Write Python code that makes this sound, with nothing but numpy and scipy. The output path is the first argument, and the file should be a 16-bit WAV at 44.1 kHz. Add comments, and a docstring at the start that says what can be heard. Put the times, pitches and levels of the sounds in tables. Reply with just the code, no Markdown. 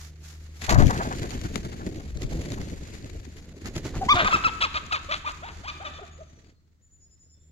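"""In a wooded yard, hens take fright near a pair of microphone ports: wings beat about ten times a second,
each stroke a lumpy turbulent swish, whoosh and air push; quills and straw snap as brief ringing cracks.
Downdraughts buffet mostly the left port. Hens cackle in partials and pulsed rasp, and the trees answer
with a scattered tail. A far motor hums in two low lines over a faint hush.
Near 6.5 s the sound drops to a much quieter stretch where birds whistle in gliding sine tones."""
import sys
import numpy as np
from scipy import signal
from scipy.fft import rfft, irfft, next_fast_len
from scipy.io import wavfile
from scipy.ndimage import uniform_filter1d, map_coordinates

SR = 44100
rng = np.random.default_rng(int(sys.argv[2]) if len(sys.argv) > 2 else 0)


def store_wav(level_fs):
    """Save 16-bit WAV to argv[1]."""
    pcm = np.round(np.clip(np.atleast_2d(level_fs), -1, 1) * 32767)
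    wavfile.write(sys.argv[1], SR, pcm.T.astype(np.int16))


N = 331216


def amp(db):
    """Decibel law: amplitude ratio of a level in dB."""
    return 10 ** (np.asarray(db) / 20)


def unit(x):
    """Energy normalisation: scale to an rms of 1."""
    return x / np.sqrt(np.mean(x ** 2) + 1e-20)


def along(points, hz):
    """Logarithmic frequency scale: interpolate (Hz, value) points along it."""
    f, v = np.transpose(points)
    return np.interp(np.log(hz + 1), np.log(f + 1), v)


def curves(rows, t=np.arange(N) / SR):
    """Linear interpolation: one value per moment for each column after the time."""
    s, *cols = np.transpose(rows)
    return [np.interp(t, s, c) for c in cols]


def wobble(rate, size=N):
    """Band-limited fluctuation: a random curve with rate knots a second."""
    knots = rng.standard_normal(int(size * rate / SR) + 4)
    return map_coordinates(knots, [np.arange(size) * rate / SR], order=1)


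def filtered(x, response):
    """Linear filtering: multiply the spectrum of x by a response of frequency."""
    m = next_fast_len(x.shape[-1] + 8192)
    spectrum = rfft(x, m) * response(np.fft.rfftfreq(m, 1 / SR))
    return irfft(spectrum, m)[..., :x.shape[-1]]


def rush(spectrum, lumps_db, lump_rate, size=N):
    """Turbulence: coloured noise of rms 1 whose eddies make its strength lumpy."""
    eddies = amp(lumps_db * wobble(lump_rate, size)) * rng.standard_normal(size)
    return unit(filtered(eddies, lambda hz: amp(along(spectrum, hz))))


def humps(events, rise, fall, bed_db=-120):
    """Power addition: amplitude of a bed plus one bell-shaped hump for each (s, dB) event."""
    t = np.arange(N) / SR
    power = np.zeros(N) + amp(bed_db) ** 2
    for s, db in events:
        near = slice(max(round(s * SR) - SR // 6, 0), round(s * SR) + SR // 4)
        width = np.where(t[near] < s, rise, fall)
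        power[near] += amp(db) ** 2 * np.exp(-((t[near] - s) / width) ** 2)
    return np.sqrt(power)


def ports(x, early):
    """Time difference of arrival: one source at both ports, the left early by some samples."""
    n = np.arange(N)
    left = map_coordinates(x, [n + early / 2], order=3)
    right = map_coordinates(x, [n - early / 2], order=3)
    return np.array([left, right])


# Strength of the far motor. Each row: time in seconds, rms level in dB.
MOTOR_LEVEL = [(0, -42), (.6, -45), (3.4, -48.5), (5.5, -47.5), (6.2, -48), (6.55, -62), (6.9, -71),
               (7.2, -63), (7.5, -56.5)]
# Lines of its hum. Each row: frequency in Hz, relative mean level in dB.
MOTOR_LINES = [(77.5, 3.5), (154, -9.5)]


def motor():
    """Periodic source: lines share one slightly unsteady speed while each wavers in strength."""
    turn = 2 * np.pi * np.cumsum(1 + 0.0072 * wobble(6)) / SR  # phase of a 1 Hz turn
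    note = sum(amp(db + 1.5 * wobble(9.7)) * np.sin(hz * turn) for hz, db in MOTOR_LINES)
    return amp(curves(MOTOR_LEVEL)[0]) * unit(note)


# Colour of the faint background. Each row: frequency in Hz, relative level in dB per Hz.
HUSH_COLOUR = [(59, -33.5), (100, 2), (406, -23), (442, -23), (691, -30), (1870, -29), (2040, -28.5),
               (2370, -37), (6990, -33), (10900, -51), (16000, -35.5)]


def hush():
    """Diffuse field: faint, nearly steady noise, independent at the two ports."""
    return amp(-68) * np.array([rush(HUSH_COLOUR, .5, 11) for _ in "LR"])


# Colour of dry stalks and quills. Each row: frequency in Hz, relative level in dB per Hz.
STALK_COLOUR = [(350, -35.5), (600, -10.5), (1280, -7), (1640, -5), (2800, -8.5), (6920, -4), (8620, -18),
                (11700, -13.5), (16000, -29.5)]


def ticks():
    """Impulsive excitation: stalks and quills tick at random, about 90 times a second."""
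    strikes = (rng.random(N) < 90 / SR) * rng.standard_normal(N)
    strikes = strikes * amp(5 * rng.exponential(size=N).clip(0, 2.5))
    return .3 * unit(filtered(strikes, lambda hz: amp(along(STALK_COLOUR, hz))))


# Wing strokes. Each row: time in seconds, relative levels in dB of the feather swish and the whoosh.
STROKES = [(0.637, -39.5, -39.5), (0.716, -34, -21), (0.799, -40.5, -23), (0.981, -48.5, -28),
           (1.093, -54, -34), (1.23, -47, -30), (1.342, -50.5, -32.5), (1.451, -50.5, -31),
           (1.56, -48, -29), (1.657, -54.5, -35), (1.743, -65, -43), (1.865, -53.5, -32.5),
           (1.971, -55, -39), (2.072, -57, -42), (2.224, -49.5, -35), (2.328, -51.5, -27),
           (2.42, -52.5, -37), (2.52, -51.5, -29.5), (2.618, -56, -32), (2.728, -53.5, -35),
           (2.832, -55.5, -42), (2.94, -55.5, -40), (3.044, -61.5, -38.5), (3.15, -59, -40),
           (3.284, -65.5, -43.5), (3.387, -57.5, -46), (3.491, -68, -53), (3.665, -45, -31),
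           (3.769, -45.5, -33.5), (3.866, -46.5, -30.5), (3.97, -49.5, -33), (4.053, -51.5, -28.5),
           (4.151, -43, -31), (4.244, -52.5, -27), (4.343, -45, -31), (4.462, -50, -39.5), (4.55, -52, -46),
           (4.636, -49.5, -45), (4.741, -60, -47), (4.835, -57.5, -47), (4.94, -50, -50),
           (5.052, -63.5, -48.5), (5.167, -51, -45), (5.29, -48, -50), (5.359, -58, -56), (5.508, -62, -56),
           (5.588, -64, -49)]
# What sounds between strokes. Each row: time in seconds, relative levels in dB of the rustle of hay, leaves
# and feathers, of the whoosh and of the rumble.
BETWEEN_STROKES = [(0, -68, -60, -55), (0.7, -63, -57, -48), (0.87, -44, -32.5, -34), (1.05, -48, -33, -36),
                   (1.4, -52.5, -41, -39), (1.9, -57.5, -38, -46), (2.13, -60.5, -47.5, -34),
                   (2.39, -52.5, -33, -38), (2.79, -55, -43, -42), (3.46, -63, -51, -56),
                   (3.86, -57.5, -39, -53), (4.25, -45, -41.5, -42), (4.6, -54, -48, -42),
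                   (5.19, -58, -54, -48), (5.85, -58, -53.5, -48), (6.2, -68, -60, -52),
                   (6.5, -69.5, -58, -58), (6.56, -86, -73, -64), (6.7, -87, -75, -66),
                   (7.51, -84, -71, -61)]
# Where the flock is. Each row: time in seconds, samples by which the left port hears it first,
# left-right difference in dB.
FLOCK_PLACE = [(0, -1, -3.2), (.7, 14, 3), (1.2, 17.5, 1.3), (1.7, 21, 1.7), (2.2, 9.5, 0), (2.7, 16, 0.9),
               (3.3, 18.5, 0.5), (3.6, -10, 0.5), (3.9, 0, -1.3), (4.2, 11.5, 1), (5, 13.5, 1),
               (7.5, 11.5, 0.5)]
# Top treble of the wings with distance. Each row: time in seconds, gain in dB above 9500 Hz.
TREBLE_GAIN = [(0, 2), (1.7, 1.5), (2.5, 1.5), (3.9, .5), (4.3, -4), (5.5, -3), (6.4, -6.5), (7.5, 4)]
# Colours of feathers, whoosh and air push. Each row: frequency in Hz, relative level in dB per Hz.
FEATHER_COLOUR = [(410, -30), (700, -5.5), (777, -8.5), (1180, -9), (2000, -4), (3200, -9.5), (4670, -8),
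                  (5330, -13), (7010, -7), (8530, -26.5), (11800, -21), (13000, -36.5), (16000, -38.5)]
WHOOSH_COLOUR = [(53, -17.5), (90, -2), (226, -6), (341, -7), (467, -13.5), (654, -20), (1200, -42.5),
                 (1560, -64), (2640, -120)]
PUSH_COLOUR = [(11, -37), (18, -2.5), (75, -4), (110, -12.5), (140, -30), (240, -120)]
# relative push of a stroke that whooshes at -35 dB, dB of push per dB of whoosh, random spread in dB
PUSH_DB, PUSH_GROWS, PUSH_SCATTER_DB = -37, .6, 2


def wings():
    """Aerodynamic noise: each stroke swishes through the feathers, whooshes and pushes air."""
    rustle_db, whoosh_db, rumble_db = curves(BETWEEN_STROKES)
    s, swish_db, rush_db = np.transpose(STROKES)
    push_db = PUSH_DB + PUSH_GROWS * (rush_db + 35) + PUSH_SCATTER_DB * rng.standard_normal(len(s))
    swish = amp(-1.0) * humps(zip(s, swish_db), 0.016, 0.022, rustle_db)
    whoosh = humps(zip(s, rush_db), .012, 0.016, whoosh_db)
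    push = amp(-3.0) * humps(zip(s, push_db), 0.0305, 0.043, rumble_db)

    feathers = swish * (rush(FEATHER_COLOUR, 4, 150) + ticks())
    direct = feathers + whoosh * rush(WHOOSH_COLOUR, 3.5, 130) + flaps()
    scattered = []  # independent at each port
    for _ in "LR":
        port = 1.71 * swish * rush(FEATHER_COLOUR, 5.5, 150)
        port += 0.26 * whoosh * rush(WHOOSH_COLOUR, 1.8, 130)
        port += 0.31 * push * rush(PUSH_COLOUR, 1.5, 12)
        scattered.append(port)

    early, pan_db = curves(FLOCK_PLACE)
    flock = ports(direct, early) + push * rush(PUSH_COLOUR, 1.5, 15) + scattered
    treble_db, = curves(TREBLE_GAIN)
    flock -= (1 - amp(treble_db)) * filtered(flock, lambda hz: hz > 9500)  # air and leaves dull what is far
    return flock * amp(np.array([pan_db, -pan_db]) / 2)


# Feet shifting in the hay. Each row: time in seconds, level in dB.
FOOTSTEPS = [(0.02, -47), (0.29, -49), (0.43, -60), (0.6, -55)]
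STEP_RISE_S, STEP_FALL_S = .045, .048


def hay():
    """Frictional noise: feet shift in the dry stalks before the fright."""
    stalks = np.array([rush(STALK_COLOUR, 3, 200) for _ in "LR"])
    return humps(FOOTSTEPS, STEP_RISE_S, STEP_FALL_S) * stalks


# Quill and straw snaps. Each row: time in seconds, relative level in dB, ring in Hz, left-right difference in dB.
SNAP_EVENTS = [(0.6264, -32, 7130, -8.5), (0.6935, -6, 1700, 0.5), (0.785, -20, 3360, -3),
               (0.8225, -19, 2000, 3), (0.8683, -15.5, 2490, 3), (0.9073, -16.5, 1490, 8.5),
               (0.9766, -20, 5360, 2), (1.0873, -27.5, 7050, -3), (1.1257, -25, 2240, 12),
               (1.1957, -26, 2360, 7), (1.231, -23, 2370, 3), (1.306, -24.5, 4770, 12),
               (1.3415, -27, 2760, -6), (1.4138, -25.5, 1850, 10.5), (1.542, -31, 2150, -1),
               (1.557, -13.5, 7500, 13), (1.649, -25.5, 4100, 0), (1.8645, -26, 4400, -1.5),
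               (2.1718, -27, 7300, -2), (2.2192, -25, 2380, -13), (2.487, -28.5, 2620, -1.0),
               (2.5036, -29, 4200, 10), (2.5191, -20.5, 6800, -3.5), (2.6143, -26, 2750, -7),
               (3.044, -31, 2240, 1.5), (3.6575, -23.5, 4000, -11), (3.7636, -19, 1820, -6),
               (3.8553, -27, 1860, -3.0), (3.9528, -29.5, 1970, -9.5), (4.0605, -31.5, 6600, 3),
               (4.0875, -22.5, 3540, 4.5)]


def snaps():
    """Impulse response: a short noisy crack comes with a brief damped ring."""
    out, t = np.zeros((2, N)), np.arange(SR // 25) / SR
    early = curves(FLOCK_PLACE)[0]
    attack = 1 - np.exp(-t / 0.0019)
    for s, db, hz, pan_db in SNAP_EVENTS:
        noise = filtered(rng.standard_normal(len(t)), lambda f: amp(along(FEATHER_COLOUR, f)))
        crack = unit(noise) * amp(-60 * t / 0.0088)  # falls 60 dB in 8.8 ms
        ring = .3 * np.sin(2 * np.pi * hz * t) * amp(-60 * t / .007)
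        for port, side in zip(out, (.5, -.5)):
            start = round(s * SR - side * early[round(s * SR)])
            port[start:start + len(t)] += amp(db + 3.0 + side * pan_db) * (crack + ring) * attack
    return out


# Gusts on the ports. Each row: start, rise, hold and fall in seconds, relative level in dB.
GUSTS = [(0.68, .08, .11, .05, -15), (2.12, .04, .01, .02, -32.5), (2.21, .04, .005, .03, -28)]
# Colour of the buffeting. Each row: frequency in Hz, relative level in dB per Hz.
BUFFET_COLOUR = [(8.8, -37), (15, 4.5), (124, -1), (204, -12.5), (304, -12), (421, -29.5), (600, -21.5),
                 (780, -49), (1320, -120)]
GUST_EDGE_DB = -28  # both ends of a gust relative to its hold


def downdraught():
    """Turbulent pressure: eddies from the nearest hens' wings strike the left port far harder than the right."""
    eddies = np.array([rush(BUFFET_COLOUR, 3.5, 40) for _ in "LR"])
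    eddies /= np.sqrt(np.abs(uniform_filter1d(eddies ** 2, size=3000)) + 1e-9)  # even out slow swells
    gain, t = np.zeros(N), np.arange(N) / SR
    for s, rise, hold, fall, db in GUSTS:
        knots = s + np.cumsum([0, rise, hold, fall])
        shape_db = np.interp(t, knots, [GUST_EDGE_DB, 0, 0, GUST_EDGE_DB], left=-99, right=-99)
        gain += amp(db + shape_db)
    return gain * amp([[5.5], [-9]]) * eddies


# Mid-pitched flaps, strongest near 0.8 s. Each row: time in seconds, relative level in dB.
FLAP_EVENTS = [(0.695, -28), (0.725, -25), (0.762, -25), (0.8, -21), (0.83, -27), (0.91, -27), (0.955, -33),
               (1.01, -27), (1.06, -32), (1.12, -32), (1.24, -36.5), (1.32, -43), (1.45, -41), (1.36, -44),
               (1.56, -43), (1.65, -45), (1.73, -46), (1.81, -42), (2, -50), (2.23, -52), (2.33, -50),
               (2.58, -44), (3.66, -48), (3.76, -50), (3.86, -46), (3.955, -39)]
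# Colour of a flap, mostly 500 to 1700 Hz. Each row: frequency in Hz, relative level in dB per Hz.
FLAP_COLOUR = [(290, -38), (500, -13.5), (749, -4.5), (1000, -9), (1190, -10), (1700, -11), (2400, -31),
               (4500, -60), (9000, -120)]
FLAP_RISE_S, FLAP_FALL_S = .009, .016


def flaps():
    """Amplitude-modulated noise: short mid-pitched noise bursts of the wingbeats."""
    return humps(FLAP_EVENTS, FLAP_RISE_S, FLAP_FALL_S) * rush(FLAP_COLOUR, 2.78, 110)


BREAK_S, SAG = .003, .965  # time the voice takes to turn clear or hoarse; pitch at the end of the core over its top
# an onset begins this far under its level and swells over this share of it; a tail dies this far
START_DB, SWELL, END_DB = -14, .35, -9


def phrase(s, onset, core, tail):
    """Pitch and level contour: rows (s, pitch Hz, relative level dB, roughness) of one cackle."""
    top, turn, sagged = s + onset[0], s + onset[0] + core[0], SAG * core[1]

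    def gliding(share):
        return (s + share * onset[0], onset[1] + share * (core[1] - onset[1]), *onset[2:])

    return [(s, onset[1], onset[2] + START_DB, onset[3]),
            gliding(SWELL),
            gliding(max(1 - BREAK_S / onset[0], SWELL)),
            (top, *core[1:]),
            ((top + turn) / 2, *core[1:]),
            (turn, sagged, *core[2:]),
            (turn + BREAK_S, sagged + BREAK_S / tail[0] * (tail[1] - sagged), *tail[2:]),
            (turn + tail[0], tail[1], tail[2] + END_DB, tail[3])]


# Cackles. Each row: start in seconds, opening of the beak as tilt in dB an octave, then onset, core and tail,
# each with length in seconds, pitch in Hz, relative level in dB, roughness from 0 to 1.
# The onset glides from its pitch to the core's, the tail from the core's sagged pitch to its own.
CACKLES = [(4.008, -26.5, (.01, 660, -36, .6), (.022, 770, -31, .25), (.01, 720, -40, .4)),
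           (4.083, 1, (.025, 950, -19, .1), (.022, 1200, -17.5, .05), (.019, 900, -23, .25)),
           (4.148, -.5, (.022, 658, -27, .8), (.02, 735, -26.5, .55), (.052, 630, -23, .8)),
           (4.242, -1, (.018, 898, -28.5, .85), (.016, 1260, -24.5, .22), (.024, 606, -25, .82)),
           (4.308, 2, (.006, 1345, -28, .3), (.008, 1370, -28, .4), (.008, 1300, -26, .7)),
           (4.324, 1, (.012, 1080, -24, .5), (.018, 1325, -20, .08), (.026, 608, -30, .8)),
           (4.434, 1, (.015, 900, -31.5, .8), (.021, 1320, -21, .04), (.03, 620, -28, .9)),
           (4.604, 5, (.028, 740, -23, .9), (.017, 1290, -24.5, .25), (.026, 760, -31, .75)),
           (4.739, 2, (.016, 990, -34, .85), (.016, 1230, -29, .55), (.022, 1110, -30, .85)),
           (4.906, 3.5, (.017, 985, -34, .17), (.008, 1450, -27, .9), (.004, 1300, -25, .7)),
           (4.93, 3.5, (.004, 1300, -25, .4), (.016, 1280, -27, .3), (.034, 1000, -32, .85)),
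           (5.085, 2, (.028, 520, -36, .22), (.012, 645, -31, .6), (.004, 640, -31, .8)),
           (5.118, 4.9, (.008, 1280, -29, .8), (.02, 1230, -30, .7), (.03, 1200, -36, .85)),
           (5.242, .5, (.023, 732, -38, .25), (.018, 1240, -32, .35), (.036, 1200, -35, .7)),
           (5.42, -3, (.037, 513, -42, .2), (.02, 900, -43, .6), (.035, 1200, -42, .85)),
           (5.632, 6, (.048, 522, -43, .35), (.024, 1265, -37, .4), (.02, 1180, -44, .6)),
           (5.797, -5, (.022, 500, -45, .16), (.012, 800, -44, .12), (.014, 1150, -47, .6)),
           (5.842, 2, (.01, 590, -42, .3), (.024, 605, -38, .25), (.02, 600, -41, .5)),
           (5.935, 9, (.01, 598, -52, .4), (.03, 610, -51, .3), (.014, 580, -50, .3)),
           (5.982, -6, (.022, 405, -46, .17), (.024, 760, -57, .3), (.03, 620, -47, .15)),
           (6.01, -16, (.01, 390, -50, .05), (.01, 410, -47, .1), (.01, 380, -51, .1)),
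           (6.18, -22, (.028, 428, -54, .05), (.016, 650, -46.5, .07), (.014, 560, -51, .08))]
# The throat's colour for clear partials and for rasp. Each row: frequency in Hz, relative level in dB.
THROAT_COLOUR = [(300, -7.5), (750, -2.5), (1200, 2.5), (1800, -6.5), (2450, -6.5), (3000, -11.5),
                 (3550, -4), (3900, -25), (4800, -23), (6000, -25), (9000, -53), (13000, -100)]
RASP_COLOUR = [(300, -39.5), (680, -8), (950, -22), (1250, -3.5), (1600, 6), (2050, -10.5), (2550, -3.5),
               (3050, -8), (3600, -6.5), (4400, -13.5), (5300, -28), (7200, -33), (9000, -46), (12500, -80),
               (16000, -110)]


def cackle():
    """Source and filter: throat-coloured partials; a rough voice wavers, breaks to half pitch and rasps."""
    out = np.zeros(N)
    for s, tilt_db, *parts in CACKLES:
        note = phrase(s, *parts)
        start, stop = round(note[0][0] * SR), round(note[-1][0] * SR)
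        t = np.arange(start, stop) / SR
        hz, db, rough = curves(note, t)
        hz, rough = uniform_filter1d(hz, size=200, mode="nearest"), np.clip(rough, 0, 1)
        turn = 2 * np.pi * np.cumsum(hz * (1 + .1 * rough * wobble(300, len(t)))) / SR

        k = np.arange(1, 25)[:, None] / 2
        halfway = np.where(k % 1, 0.44 * rough, 1)  # alternate cycles differ: lines between the partials
        slope_db = tilt_db - .9 * (db.max() - db)  # a softer moment is also duller
        partial_db = along(THROAT_COLOUR, k * hz) + slope_db * np.log2(np.maximum(k, 1))
        clear = np.sum(halfway * amp(partial_db) * np.sin(k * turn), axis=0)
        clear = clear / np.sqrt(np.abs(uniform_filter1d(clear ** 2, size=220)) + 1e-9)
        clear = clear * amp(1.9 * rough * wobble(200, len(t)))

        colour = [(f, level + tilt_db * np.log2(f / 1200)) for f, level in RASP_COLOUR]
        puffs = (1.2 + np.cos(turn / 2)) ** 1.5  # a puff on every second cycle
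        rasp = unit(rush(colour, 3.5, 250, len(t)) * puffs)
        edge = np.clip(np.minimum(t - t[0], t[-1] - t) / 0.0049, 0, 1)
        share = 0.97 * rough ** 2  # rasp's part of the power
        voice = np.sqrt(1 - share) * clear + np.sqrt(share) * rasp
        out[start:][:len(t)] += amp(db) * edge * voice
    return out


# Decay of the scattered sound. Each row: frequency in Hz, time in seconds to fall 60 dB.
TREE_DECAY = [(300, .4), (1300, 1.0), (3700, .9), (5000, .45), (9000, .3)]


def trees(x):
    """Reverberation: trunks and fences scatter the sound back; each frequency dies at its own speed."""
    hz, t, z = signal.stft(rng.standard_normal((2, SR)), SR, nperseg=256)
    decay = amp(-60 * t / along(TREE_DECAY, hz)[:, None])
    tail = signal.istft(z * decay, SR, nperseg=256)[1]
    x = map_coordinates(x, [np.arange(N) + 9 * wobble(45)], order=1)  # stirring leaves blur the pitch of the answer
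    late = np.pad(x, (700, 0))[None]  # samples of delay
    return signal.fftconvolve(late, tail / np.linalg.norm(tail[0]), axes=1)[:, :N]


# A songbird's falling run, then a trill. Each row: start in seconds, pitch in Hz it slides up to, relative level in dB.
SONG_NOTES = [(6.11, 6800, -58), (6.193, 6350, -64), (6.268, 6070, -65), (6.347, 6000, -65),
              (6.432, 4600, -70), (6.54, 4200, -77), (6.816, 7050, -61), (6.909, 7030, -56),
              (7.001, 6930, -56), (7.098, 7050, -58), (7.19, 7000, -56), (7.298, 7110, -58.5),
              (7.389, 7180, -63), (7.44, 7270, -65)]
# Another bird's nearly level whistles. Each row: start in seconds, pitch in Hz, relative level in dB.
PIPING_NOTES = [(7.003, 5100, -67), (7.1, 5250, -66), (7.195, 5250, -68), (7.285, 5320, -63),
                (7.398, 5400, -78), (7.33, 3510, -79), (7.385, 3520, -78)]
# note length, slide of the song in octaves, final droop as a share of the slide, random waver as a share of pitch
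NOTE_S, SLIDE_OCTAVES, DROOP, WAVER = .07, .55, .02, .004


def songbird():
    """Frequency modulation: thin wavering whistles slide up, then droop in proportion to their slide."""
    out, t = np.zeros(N + SR), np.arange(round(NOTE_S * SR)) / SR
    swell = np.sin(np.pi * (t / NOTE_S) ** .8)
    for notes, slide in (SONG_NOTES, SLIDE_OCTAVES), (PIPING_NOTES, .04):
        octaves = -slide * np.exp(-t / .0028) - DROOP * slide * (t / NOTE_S) ** 6
        for s, hz, db in notes:
            pitch = hz * 2 ** octaves * (1 + WAVER * wobble(150, len(t)))
            whistle = np.sin(2 * np.pi * np.cumsum(pitch) / SR)
            out[round(s * SR):][:len(t)] += amp(db) * swell * whistle
    return out[:N]


# The hens' voices by way of the trees. Each row: time in seconds, relative level in dB.
ECHO_LEVEL = [(4, -8.5), (4.5, -11.5), (5.2, -12), (5.8, -3), (6.2, -12.5)]


def scene():
    """Superposition: direct voices, their scattered answer and all other sources add at the ports."""
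    hens, birds = cackle(), songbird()
    echo = trees(amp(curves(ECHO_LEVEL)[0]) * hens + amp(-3) * birds)
    direct = ports(amp(4.0) * hens + birds, curves(FLOCK_PLACE)[0])
    voices = direct * amp([[.9], [-.9]]) + echo
    return voices + wings() + snaps() + hay() + downdraught() + motor() + hush()


TOP_HZ = 15830


def record(dry):
    """Band limitation: nothing is kept above the top frequency."""
    return filtered(dry, lambda hz: hz < TOP_HZ)


dry = scene()
out = record(dry)
store_wav(out)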